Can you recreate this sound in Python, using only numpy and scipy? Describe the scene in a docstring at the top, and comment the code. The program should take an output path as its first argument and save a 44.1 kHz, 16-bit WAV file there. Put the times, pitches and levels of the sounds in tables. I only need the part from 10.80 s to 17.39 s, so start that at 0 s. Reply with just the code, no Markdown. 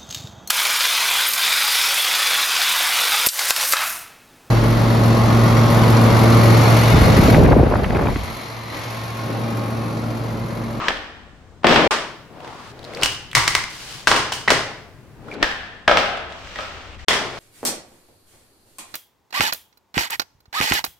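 """A hand-sized skateboard on a countertop in a live room, heard on a pair of microphones over a low drone.
First, in slow motion, lower and longer, its tail is popped, it lands and rolls; a short silence follows.
At full speed it rolls, pops, hits a plastic rail, bounces on the counter, and an axle squeaks.
Slowed again, it pops and hits the rail; after a second silence it lands at full speed and rolls out.
Each blow rings the thing struck, and the room answers until its tail dies or is cut."""
import sys
import numpy as np
from scipy import signal
from scipy.fft import rfft, irfft, next_fast_len
from scipy.io import wavfile
from scipy.ndimage import uniform_filter1d

SR = 44100
rng = np.random.default_rng(int(sys.argv[2]) if len(sys.argv) > 2 else 0)


def wrap_up_sound(samples):
    """Save the sound to the file named by the first command line argument, as 16-bit audio."""
    columns = np.atleast_2d(samples).T
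    # keep every value between -1 and 1, then stretch to whole-number steps
    tamed = np.clip(columns, -1, 1)
    steps = np.round(tamed * 32767).astype(np.int16)
    wavfile.write(sys.argv[1], SR, steps)


N = 290619
BURST_SAMPLES = 4096
BURST_HZ = np.fft.rfftfreq(BURST_SAMPLES, 1 / SR)

# passages at slow or full speed, silent in the gaps: (start/s, end/s, speed/ratio)
PASSAGES = [(0, 1.076, .6), (1.109, 1.91, 1), (1.91, 4.55, 1), (4.55, 6.248, .6), (6.279, 7, 1)]
# blows: (t/s, level/dB, tilt/dB per octave, knock f/Hz, knock level/dB, room send/dB)
TAIL_POPS = [(0.081, -0.5, 2, 1830, 7.5, -8), (0.101, -8.5, -2, 1890, -7, -6),
             (2.221, -9.5, -3.5, 4370, -6, -0.5), (2.231, 1, 4, 2915, 17.5, -5),
             (2.244, -10.5, 6, 2920, 1, -6), (2.257, -5, 1, 2120, -13, -16),
             (4.625, 2.5, 2.5, 1750, 14.5, -6), (4.64, -9, -1, 1800, 3, -9)]  # tail snapped on the counter
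RAIL_LANDINGS = [(2.549, 2, 3, 2010, 13, -0.5), (2.555, -4.5, 1.5, 2000, 14, -8),
                 (2.567, -4, -4, 1140, 1, 1), (2.676, 0, 2.5, 2020, 10.5, -4.5),
                 (2.749, 1.5, 1.5, 2090, 12, -6.5), (5.076, 5.5, -0.5, 1600, 12, -4),
                 (5.092, 2, -2.5, 616, 15, -24), (5.11, 2, -1.5, 598, -6, -2),
                 (5.126, -14, -5, 611, 7, 5.5), (5.169, 1, 1.5, 1250, 0, -3), (5.184, -5, 1, 713, -1, -9),
                 (5.755, -18.5, 2, 1900, 15, 0.5), (5.785, -13.5, -0.5, 1310, 14, -1.5),
                 (5.804, -22.5, 4.5, 1500, 4, 2)]  # board on the rail
WHEEL_LANDINGS = [(0.831, -19.5, -1.5, 1010, 15, -4), (0.842, 6, -4.5, 700, 12.5, -3),
                  (0.866, 1.5, 2.5, 403, 12.5, -7), (0.884, -7, 3, 3500, 7, -7),
                  (0.891, -5.5, 2.5, 484, -2, 0.5), (0.906, -3, 1.5, 523, 11, -0.5),
                  (0.911, -8, 1, 800, -9, -4), (0.922, -2.5, 1, 345, 11, -1), (0.941, -9, 4, 514, 2, -3),
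                  (0.957, 2.5, -1.5, 1370, -8, 0), (1.096, -3, -2, 970, 5, 3.5),
                  (1.644, -24.5, -3, 650, 18, -4), (1.675, -23, -3, 785, 20, -11),
                  (3.27, 3, -1, 1550, 16, -16), (3.276, -2, 0, 1360, 3, 2.5),
                  (3.312, 1.5, -2.5, 1050, 11.5, -1), (3.361, -6.5, -1, 1060, -7, 3),
                  (3.519, -10, 0.5, 935, 13, -13), (3.523, -11, 3.5, 3000, 17, -1.5),
                  (3.534, -17.5, 5, 4500, 0, 1.5), (3.675, -5, -6.5, 1000, 13, -14),
                  (3.679, 1, -4.5, 1945, 19.5, -3), (3.692, -13, 0.5, 4000, 14, -11),
                  (3.702, 2.5, -0.5, 640, 8, -1), (3.716, -3, -3, 403, 20, -10.5),
                  (6.282, 0.5, 0, 3370, 8, -0.5), (6.306, -6, -4, 1970, 15.5, 0.5),
                  (6.329, -11, -2, 1920, -6, 6.5)]  # wheels bouncing on the counter
# the room at the two microphones: (f/Hz, left-right likeness/ratio)
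ROOM_LIKENESS = [(100, 0.57), (500, 0.94), (1500, 0.53), (4000, 0.058), (14000, 0.05)]


def amp(db):
    """Decibels to gain."""
    return 10 ** (np.asarray(db) / 20)


def unit_rms(x):
    """Scales to rms 1."""
    return x / np.sqrt(np.mean(x ** 2) + 1e-20)


def curve(points, hz):
    """Reads a spectrum table on a log-frequency axis."""
    f, value = np.transpose(points)
    return np.interp(np.log(hz + 1), np.log(f + 1), value)


def resonance(hz, f, width, db):
    """Power of one resonance with steep sides."""
    return amp(db) ** 2 / (1 + ((hz - f) / width) ** 2 * 1.6) ** 2


def causal(db):
    """Gives a gain curve the phase of a response that starts at once."""
    cepstrum = irfft(np.maximum(db, -100) * np.log(10) / 20)
    cepstrum[1:len(db) - 1] *= 2
    cepstrum[len(db):] = 0
    return np.exp(rfft(cepstrum))


def add(mix, s, sound):
    """Mixes a sound in at s seconds."""
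    part = mix[..., round(s * SR):][..., :sound.shape[-1]]
    part += sound[..., :part.shape[-1]]


def stereo_noise(gain, likeness):
    """Noise shaped by gain[band, frame], partly alike at the two microphones."""
    a, b, c, d = rng.standard_normal((*gain.T.shape, 4)).T
    likeness = likeness.reshape(-1, 1)
    left = a + 1j * b
    right = likeness * left + np.sqrt(1 - likeness ** 2) * (c + 1j * d)
    size = 2 * (len(gain) - 1)
    return signal.istft(np.array([left, right]) * gain, nperseg=size, noverlap=size * 3 // 4)[1][:, :N]


def drone_gain(t):
    """The drone drifts slowly in each passage; each blow swells it, and the swell dies away or is cut."""
    # drone, a row a passage: (start level/dB, end level/dB, swell under a blow/dB)
    levels = [(-53, -57, -41.5), (-55.5, -53, -43), (-50.5, -50.5, -33.5), (-58, -45, -40.5),
              (-48, -49, -41)]
    rise_s, t60_s = 0.014, 0.52
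    power = np.zeros(len(t))
    for (start, end, speed), (start_db, end_db, swell_db) in zip(PASSAGES, levels):
        passage = amp(np.interp(t, [start, end], [start_db, end_db])) ** 2
        for s, db, *_, room_db in TAIL_POPS + RAIL_LANDINGS + WHEEL_LANDINGS:
            age = np.maximum(t - s, 0) * speed
            swell = amp(db + room_db + swell_db - 60 * age / t60_s) * np.minimum(age / rise_s, 1)
            passage += (start - .03 <= s < end) * swell ** 2
        power += passage * (t >= start - .03) * (t < end)
    return np.sqrt(power)


def room_tone():
    """A steady hush, and a low drone that swells with the blows."""
    # spectrum of the hush: (f/Hz, level/dB)
    air = [(88, -29.5), (150, -12.5), (291, -18.5), (334, -17), (422, -19.5), (601, -23.5), (1560, -29.5),
           (1900, -30), (3290, -38), (16000, -48.5)]
    # room tone at the two microphones: (f/Hz, left-right likeness/ratio)
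    likeness = [(60, 0.66), (240, 0.91), (950, 0.82), (3770, 0.07), (15000, 0.05)]
    t, hz = np.arange(N // 512 + 5) * 512 / SR, np.fft.rfftfreq(2048, 1 / SR)[:, None]
    full_speed_hz = hz / speed_at(t)
    hush = amp(curve(air, full_speed_hz))
    hush *= amp(-52.5) / np.linalg.norm(hush, axis=0)
    drone = np.sqrt(resonance(full_speed_hz, 121.7, 19, 0) + resonance(full_speed_hz, 53, 27, -7.5))
    drone *= drone_gain(t) / np.linalg.norm(drone, axis=0)
    return amp(5) * stereo_noise(np.hypot(hush, drone), curve(likeness, hz))


def room_reverb(send, speed):
    """A dense tail that builds in a few milliseconds, each band dying at its own pace."""
    # decay of the room at full speed: (f/Hz, t60/s)
    decay = [(100, 0.7), (300, 0.85), (800, 0.7), (2000, 0.67), (5000, 0.61), (13000, 0.4)]
    t, hz = np.arange(1200) * 64 / SR * speed, np.fft.rfftfreq(256, 1 / SR) / speed
    fade = amp(-60 * t / curve(decay, hz)[:, None])
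    early_lift = 1 + .5 * np.exp(-t / 0.071)
    build = np.clip(t / 0.0058 - .1, 0, 1)
    tail = stereo_noise(fade * early_lift * build, curve(ROOM_LIKENESS, hz))
    return signal.fftconvolve(send[None], tail / np.linalg.norm(tail[0]), axes=1)[:, :N]


def speed_at(s):
    """The playing speed at s seconds."""
    return np.array([v for *_, v in PASSAGES])[np.searchsorted([end for _, end, _ in PASSAGES], s)]


def rolling():
    """Grit under the wheels: a flickering rush whose colour follows the push, and the deck humming along."""
    # rolls and slides: (start, turn, end t/s; start, turn, end level/dB; start, end tilt/dB per octave;
    # start, end hum f/Hz; hum width/Hz; hum level/dB)
    strokes = [(0.0, 0.042, 0.086, -26, -24, -24, 1, 2, 1190, 1170, 254, 14.5),
               (0.879, 0.95, 1.09, -14.5, -19, -18, 0.5, 0, 300, 500, 350, 7.5),
               (1.501, 1.66, 1.905, -46, -35.5, -40.5, -4.5, 1, 650, 1252, 450, 9),
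               (1.919, 2.054, 2.223, -44, -39.5, -30, -3, -2, 520, 540, 300, 5.5),
               (2.897, 3.152, 3.36, -39, -34.5, -51.5, 5, 3.5, 2880, 3150, 150, 6),
               (4.361, 4.47, 4.57, -52, -40.5, -32.5, -9, -1.5, 300, 500, 300, 3.5),
               (4.558, 4.6, 4.62, -35, -34, -25.5, -1.5, -1.5, 320, 330, 120, 13.5),
               (5.493, 5.803, 6.16, -45.5, -35.5, -42.5, 5.5, 2.5, 1250, 1244, 200, 3),
               (6.182, 6.198, 6.245, -51, -43, -45, 6, 3.5, 1900, 1900, 299.9, 2),
               (6.408, 6.52, 6.64, -28.5, -34.5, -34.5, -3.5, 0, 680, 620, 300, 5)]
    # spectrum of the wheels: (f/Hz, level/dB)
    grit = [(59, -31), (100, -6), (181, -11.5), (210, -5.5), (648, -4), (891, -4.5), (4670, -12),
            (10000, -27.5), (16000, -43)]
    t, hz = np.arange(N // 128 + 5) * 128 / SR, np.fft.rfftfreq(512, 1 / SR)[:, None]
    rows = np.array(strokes)
    current = rows[np.maximum(np.searchsorted(rows[:, 0], t, "right") - 1, 0)].T
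    start, _, end, *_, tilt0_db, tilt1_db, hum0_hz, hum1_hz, width_hz, hum_db = current
    progress = np.clip((t - start) / (end - start), 0, 1)
    tilt_db = tilt0_db + (tilt1_db - tilt0_db) * progress
    hum_hz = hum0_hz + (hum1_hz - hum0_hz) * progress
    level = amp(np.interp(t, rows[:, :3].ravel(), rows[:, 3:6].ravel())) * (t <= end + .015)
    full_speed_hz = hz / speed_at(t)
    rush = amp(curve(grit, full_speed_hz) + tilt_db * np.log2(full_speed_hz / 1500 + 0.061))
    colour = rush * np.sqrt(2 + resonance(hz, hum_hz, width_hz, hum_db))
    colour /= np.linalg.norm(colour[4:70], axis=0)  # unit power from about 350 Hz to 6 kHz
    bumps = amp(0.87 * unit_rms(uniform_filter1d(rng.standard_normal(len(t)), size=2)))
    return amp(0.5) * stereo_noise(colour * level * bumps, curve(ROOM_LIKENESS, hz))


def chatter(speed, decay_s, colour_db):
    """One contact: a few milliseconds of coloured noise, partly different at the two microphones."""
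    t = np.maximum(np.arange(BURST_SAMPLES) / SR - .0015, 0) * speed
    shared, own = rng.standard_normal(len(t)), rng.standard_normal((2, len(t)))
    envelope = np.exp(-t / decay_s) * np.minimum(t / 0.00097, 1)
    spectrum = rfft((shared + 0.46 * own) * envelope)
    flattened = spectrum / abs(spectrum) ** 0.82
    sound = irfft(flattened * causal(colour_db)) * (t > 0)
    return sound / np.linalg.norm(sound[0])


def ticks_and_squeaks():
    """Wheels and axles under the fingers: one resonance and a faint snap, broad ticks, narrow squeaks."""
    # wheel and axle ticks, then axle squeaks: (t/s, level/dB, f/Hz)
    ticks = [(1.602, -35.5, 3110), (1.99, -34, 4020), (2.028, -34, 3540), (2.04, -30, 4350),
             (2.047, -29, 4120), (2.134, -26, 2220), (2.1465, -22.5, 4560), (2.17, -22.5, 2430),
             (2.212, -22, 4500), (2.512, -24, 3220), (2.529, -19.5, 1990), (4.539, -32.5, 4080),
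             (5.37, -23.5, 2870), (5.52, -28.5, 3250), (5.669, -30, 2170), (6.143, -37, 2584)]
    squeaks = [(4.481, -25, 1330), (4.512, -22, 2320), (4.521, -23, 2280), (4.549, -28, 1490),
               (6.193, -31, 1940)]
    room_db, decay_s = -10, .002
    for events, width_hz, snap_db in (ticks, 840, -20), (squeaks, 150, -42):
        for s, db, f in events:
            power = resonance(BURST_HZ, f, width_hz, 0) + resonance(BURST_HZ, 6300, 6000, snap_db)
            yield s, db, room_db, decay_s, 10 * np.log10(power)


def blows(events, modes, thump_db, thud_db, ring_db, dull_ring, low_cut_hz):
    """A broad crack, the modes of the thing struck, the knock of that spot and the counter's low thud."""
    # spectrum of the crack: (f/Hz, level/dB)
    crack_spectrum = [(60, -19.5), (130, -7.5), (330, -2), (700, -0.5), (1100, 4.5), (2140, 2.5),
                      (3600, -0.5), (5400, -1), (6800, -7.5), (9000, -11.5), (11500, -24), (16000, -29)]
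    decay_s = .0025
    for s, db, tilt_db, knock_hz, knock_db, room_db in events:
        speed = speed_at(s)
        hz = BURST_HZ / speed
        crack = amp(curve(crack_spectrum, hz) + tilt_db * np.log2(hz / 2000 + 0.17)) ** 2
        lift_db = ring_db - dull_ring * tilt_db  # a duller blow can ring more
        rings = sum(resonance(hz, f, width, mode_db + lift_db) for f, width, mode_db in modes)
        knock = resonance(hz, knock_hz / speed, 240, knock_db)
        radiated = 1 / (1 + (low_cut_hz / (hz + 1)) ** 4)  # small things radiate no deep bass
        counter = resonance(hz, 363, 200, thud_db) + resonance(hz, 45, 45, thump_db)
        power = (crack + rings + knock) * radiated + counter
        yield s, db, room_db, decay_s, 10 * np.log10(power + 1e-12)


def pops_and_landings():
    """The board strikes with its tail, on the rail and with its wheels; the deck rings along each time."""
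    # modes at full speed: (f/Hz, width/Hz, level/dB)
    deck = [(790, 130, -1.5), (1374, 150, -8), (2163, 150, -9), (2840, 450, 7.5), (5130, 300, -5),
            (5090, 180, -6)]
    rail = [(1050, 320, 7), (2160, 140, 6.5), (3600, 140, -1), (4060, 120, -11), (5500, 260, -11)]
    counter = [(430, 74, 8), (623, 48, 9), (890, 460, -4), (1520, 980, 5), (3100, 700, 1.5),
               (5540, 400, -40.5)]

    def deck_at(gain_db):
        return [(f, width, db + gain_db) for f, width, db in deck]

    yield from blows(TAIL_POPS, deck + deck_at(-40),
                     thump_db=5, thud_db=-5, ring_db=-1, dull_ring=0, low_cut_hz=297)
    yield from blows(RAIL_LANDINGS, rail + deck_at(-11.5),
                     thump_db=-10, thud_db=-5, ring_db=1.5, dull_ring=2.5, low_cut_hz=700)
    yield from blows(WHEEL_LANDINGS, counter + deck_at(-6),
                     thump_db=-5.5, thud_db=-6.5, ring_db=-6.5, dull_ring=0.7, low_cut_hz=170)


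def contacts():
    """Every blow, tick and squeak: what reaches the microphones directly and what goes into the room."""
    direct, send = np.zeros((2, N)), np.zeros(N)
    for s, db, room_db, decay_s, colour_db in [*pops_and_landings(), *ticks_and_squeaks()]:
        pan_db = np.array([[.7], [-.7]]) * rng.standard_normal()
        add(direct, s, amp(db + 13.5 + pan_db) * chatter(speed_at(s), decay_s, colour_db))
        all_round = causal(0.86 * colour_db)  # summed over all directions the colour is flatter
        add(send, s, amp(db + 14 + room_db) * unit_rms(irfft(all_round)) / 64)
    return direct, send


def scene():
    """Board and room, passage by passage, so that each cut also cuts the tail of the room."""
    direct, send = contacts()
    sources = direct + rolling() + room_tone()
    size = next_fast_len(N)
    t, hz = np.arange(N) / SR, np.fft.rfftfreq(size, 1 / SR)
    mix = np.zeros((2, N))
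    for start, end, speed in PASSAGES:
        reverb = amp(2) * room_reverb(send * (t >= start - .03) * (t < end), speed)
        spectrum = rfft(sources + reverb, size)
        if speed < 1:  # slowing down lowers the band limit too
            spectrum *= amp(-12 / (1 + (speed * 15500 / (hz + 1)) ** 24))
        gate = uniform_filter1d(1. * ((t >= start) & (t < end)), 40, mode="nearest")
        mix += irfft(spectrum, size)[:, :N] * gate
    return mix


def record(dry):
    """The left microphone hears more bass; the hardest blows overload, then the top treble is cut."""
    # microphone imbalance: (f/Hz, left minus right/dB)
    imbalance = [(60, 5), (240, 5.5), (950, 1.5), (3770, 0.5), (15000, 1.5)]
    size = next_fast_len(N)
    hz = np.fft.rfftfreq(size, 1 / SR)
    response = amp(curve(imbalance, hz) * np.array([[.5], [-.5]]))
    overloaded = np.clip(irfft(rfft(dry, size) * response, size)[:, :N], -1, 1)
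    lowpass = signal.firwin(255, cutoff=16100, window=("kaiser", 7), fs=SR)
    return np.clip(signal.oaconvolve(overloaded, lowpass[None], "same"), -1, 1)


dry = scene()
out = record(dry)
wrap_up_sound(out)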